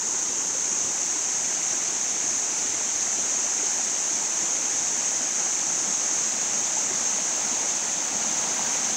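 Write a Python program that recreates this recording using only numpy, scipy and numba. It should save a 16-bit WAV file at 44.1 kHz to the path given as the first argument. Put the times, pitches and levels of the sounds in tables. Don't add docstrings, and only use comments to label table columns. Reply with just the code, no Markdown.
import sys
import numpy as np
from scipy import signal
from scipy.fft import rfft, irfft, next_fast_len
from scipy.io import wavfile
from scipy.ndimage import uniform_filter1d
from numba import njit

SR = 44100
rng = np.random.default_rng(int(sys.argv[2]) if len(sys.argv) > 2 else 0)


def dump_mix(stems):
    frames = np.atleast_2d(stems).T
    limited = np.clip(frames, -1, 1)
    pcm = np.round(limited * 32767).astype(np.int16)
    wavfile.write(sys.argv[1], SR, pcm)


N = 395136
TIME = np.arange(N) / SR
# time_s, place (0 on the bank, 1 midway, 2 close to the rocks)
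WALK = [(0, 0.16), (.6, 0.44), (1.7, 1.11), (5.5, 1.37), (7.2, 1.59), (8.9, 1.855)]


def gain_of(db):
    return 10 ** (np.asarray(db) / 20)


def evened(x):
    return x / np.sqrt(np.mean(x ** 2) + 1e-20)


def level_at(spectrum, hz):
    pitch_hz, level_db = np.transpose(spectrum)
    return np.interp(np.log(hz + 1), np.log(pitch_hz + 1), level_db)


def follow(rows, t=TIME):
    return np.interp(t, *np.transpose(rows))


def add(mix, start_s, sound):
    part = mix[max(round(start_s * SR), 0):][:len(sound)]
    part += sound[:len(part)]


def coloured(x, spectrum):
    size = next_fast_len(N)
    gains = gain_of(level_at(spectrum, np.fft.rfftfreq(size, 1 / SR)))
    return evened(irfft(rfft(x, size) * gains, size)[:N])


def wander(per_s, count=2048):
    return np.interp(TIME * per_s % count, np.arange(count), rng.standard_normal(count))


def ticks(per_s, spread_db, clump_db):
    sizes = gain_of(spread_db * np.minimum(rng.exponential(1, N), 5)) * rng.choice([-1, 1], N)
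    hits = rng.random(N) < per_s / SR
    return evened(sizes * hits * gain_of(clump_db * wander(45)))


def forest(x, fade_s, echo_db):
    t = np.arange(SR) / SR
    tail = rng.standard_normal(SR) * gain_of(-60 * t / fade_s)
    return x + gain_of(echo_db) * signal.oaconvolve(x, tail / np.linalg.norm(tail))[:N]


def water_gain(brook_db=-38.5, reach_m=2.115, close_m=0.99, spacing_m=2.01):
    distance_m = close_m + spacing_m * np.maximum(2 - follow(WALK), 0)
    return gain_of(brook_db) * np.hypot(1, reach_m / distance_m)


def high_hiss(relative_db=-25.8, crackle_db=-1, flicker_db=1.2):
    # pitch_hz, level_db
    top_band = [(12500, -40), (13900, -17), (14350, -5), (14600, 0.5), (16000, 0), (16900, -60)]
    noise = rng.standard_normal(N)
    crackle = gain_of(crackle_db) * ticks(per_s=1600, spread_db=4.2, clump_db=2.5)
    hiss = coloured(noise + crackle, top_band)
    return hiss * water_gain() * gain_of(relative_db + flicker_db * wander(110))


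def cricket(hz, trill_hz, sag, scrape):
    stroke_hz = trill_hz * (1 + .04 * wander(3))
    stroke = (rng.random() + np.cumsum(stroke_hz) / SR) % 1
    pitch_hz = hz * (1 + sag * (.5 - stroke) + scrape * wander(1800))
    closing = np.maximum(np.sin(np.pi * np.minimum(stroke / 0.65, 1)), 0)
    return closing * np.sin(2 * np.pi * np.cumsum(pitch_hz) / SR)


def crickets(group_db=-1, singers_db=-4.5, count=16, swell_db=0.37):
    # pitch_hz, level_db
    song = [(4500, -34), (5100, -20), (5550, -11.5), (6000, -4.5), (6350, -1.65), (6650, -1.5),
            (6820, -4.5), (7100, -6), (7550, -10), (8000, -16), (8350, -18), (9100, -30), (10500, -46),
            (13000, -67)]
    # time_s, level_db
    loudness = [(0, -27), (1.3, -26), (2.4, -26.3), (3.3, -25.7), (6.6, -26), (8.9, -26.5)]
    group = sum(cricket(hz, rng.uniform(24, 62), sag=0.0952, scrape=.06) * gain_of(wander(2.03))
                for hz in np.linspace(5500, 8100, count))
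    leader = gain_of(-13.5) * evened(cricket(hz=6450, trill_hz=25.9, sag=0.082, scrape=.07))
    singers = forest(gain_of(group_db) * evened(group) + leader, fade_s=0.44, echo_db=-1)
    far = coloured(rng.standard_normal(N), song)
    chorus = far + gain_of(singers_db) * coloured(singers, song)
    return evened(chorus) * gain_of(follow(loudness) + swell_db * wander(10))


def bubble(hz, cycles, rise):
    age = np.arange(int(5 * cycles / hz * SR) + 2) / SR * hz / cycles
    swell = (1 - np.exp(-age * 10)) * np.exp(-age)
    return swell * np.sin(2 * np.pi * cycles * age * (1 + rise * age / 2))


def splashes(cycles=5.08, rise=0.043, drop_fade_s=.008, gurgle_db=2.5, drop_db=-8):
    # time_s, pitch_hz, level_db (gurgle_db is added)
    gurgles = [(.552, 516, -35), (1.159, 990, -33), (1.446, 2400, -30), (2.248, 320, -34),
               (2.593, 4795, -28), (3.603, 299, -37), (3.636, 412, -31.5), (3.798, 771, -30.5),
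               (4.226, 880, -32.5), (4.437, 335, -34), (5.212, 266, -36), (5.886, 206, -35),
               (6.772, 890, -27), (6.915, 380, -31.5), (7.19, 630, -31), (7.522, 262, -34),
               (8.119, 280, -35), (8.596, 824, -26.5)]
    # start_s, level_db (drop_db is added)
    drops = [(.97, -32), (1.446, -36), (3.459, -35), (7.711, -36), (8.049, -35), (8.419, -36)]
    glugs_per_s, low_hz, high_hz, glug_db = 2.2, 282, 3300, -38
    when, pitch = rng.random((round(glugs_per_s * N / SR), 2)).T
    glug_hz = low_hz * (high_hz / low_hz) ** pitch
    glugs = [(time_s, hz, glug_db) for time_s, hz in zip(when * N / SR, glug_hz)]
    mix, t = np.zeros(N), np.arange(1024) / SR
    for time_s, hz, level_db in gurgles + glugs:
        rings = cycles * (hz / 1000) ** .2
        start_s = time_s - 0.589 * rings / hz
        add(mix, start_s, gain_of(level_db + gurgle_db) * bubble(hz * (1 - rise), rings, rise))
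    for start_s, level_db in drops:
        fade = gain_of(level_db + drop_db - 60 * t / drop_fade_s)
        add(mix, start_s, fade * rng.standard_normal(len(t)))
    return forest(mix, fade_s=0.19, echo_db=-15)


@njit
def ring_bubbles(rows, length):
    mix = np.zeros(length)
    for start, cycles_per_sample, cycles, rise, size in rows:
        for i in range(min(int(4 * cycles / cycles_per_sample), length - int(start))):
            age = i * cycles_per_sample / cycles
            swell = (1 - np.exp(-age * 10)) * np.exp(-age)
            tone = np.sin(2 * np.pi * cycles * age * (1 + rise * age / 2))
            mix[int(start) + i] += size * swell * tone
    return mix


def bubbles(spread_db, cycles, rise, count=70000):
    when, smallness, strength, sustain, climb = rng.random((count, 5)).T
    hz = 150 + 15000 * smallness ** 1.7
    rings = cycles * (hz / 1000) ** 0.38 * (.5 + sustain)
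    crowding = smallness ** -.7
    uneven_db = spread_db * (.7 + .5 / (1 + hz / 600))
    level_db = uneven_db * (np.minimum(-np.log(1 - strength), 4) - 2)
    size = gain_of(level_db) * np.sqrt(hz / rings / crowding)
    rows = np.column_stack([when * N, hz / SR, rings, 2 * rise * climb, size])
    return evened(ring_bubbles(rows, N))


def stream(bubbles_db=-1, spray_db=-9, patchy_db=0.47, churn_db=4.5, churn_hz=115):
    # pitch_hz, level_db
    bank = [(50, -10), (100, -3.5), (160, -4), (205, 0), (390, 2.5), (670, -4), (900, 1), (1480, -5),
            (2200, -6.5), (3400, -7.5), (5000, -7.5), (9500, -21), (13500, -33)]
    midway = [(50, -9.5), (150, -5.5), (205, -2.5), (340, 0.5), (520, -4), (660, -1.5), (840, 0.5),
              (1100, -4.5), (2300, -3.5), (3400, -7.5), (5000, -6.5), (9500, -21.5), (13500, -33)]
    close = [(50, -11), (130, -6), (210, 4.5), (420, -2), (650, 2.5), (890, 4.5), (1100, -1.5),
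             (2200, -2.5), (3400, -5.5), (5000, -4.5), (9500, -19.5), (13500, -33)]
    water = rng.standard_normal(N)
    water += gain_of(bubbles_db) * bubbles(spread_db=2.7, cycles=3.2, rise=.07)
    water += gain_of(spray_db) * ticks(per_s=1500, spread_db=0.5, clump_db=0)
    hz, t, grid = signal.stft(water, SR, nperseg=2048, noverlap=1536)
    place = follow(WALK, t)
    shares = [np.maximum(1 - abs(place - k), 0) for k in range(3)]
    colour_db = sum(level_at(spectrum, hz)[:, None] * share
                    for spectrum, share in zip((bank, midway, close), shares)) / sum(shares)
    patches = uniform_filter1d(rng.standard_normal(grid.shape), size=14, axis=0)
    patches = evened(uniform_filter1d(patches, size=6, axis=1))
    churn = np.interp(t, TIME, wander(14)) / (1 + (hz[:, None] / churn_hz) ** 2)
    power = np.mean(gain_of(colour_db) ** 2, axis=0)
    grid = grid * gain_of(colour_db + patchy_db * patches + churn_db * churn) / np.sqrt(power)
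    water = signal.istft(grid, SR, nperseg=2048, noverlap=1536)[1][:N]
    return evened(water) * water_gain()


def scene(dip_at_s=7.98, dip_width_s=.17, dip_db=-1.2):
    mono = stream() + crickets() + high_hiss() + splashes()
    mono *= gain_of(dip_db * np.exp(-((TIME - dip_at_s) / dip_width_s) ** 2))
    return np.array([mono, mono])


def record(dry, low_cut_hz=75, high_cut_hz=15720):
    bass_cut = signal.butter(N=3, Wn=low_cut_hz, btype="high", fs=SR, output="sos")
    treble_cut = signal.firwin(2047, high_cut_hz, window=("kaiser", 9), fs=SR)
    return signal.oaconvolve(signal.sosfilt(bass_cut, dry), treble_cut[None], "same")


dry = scene()
out = record(dry)
dump_mix(out)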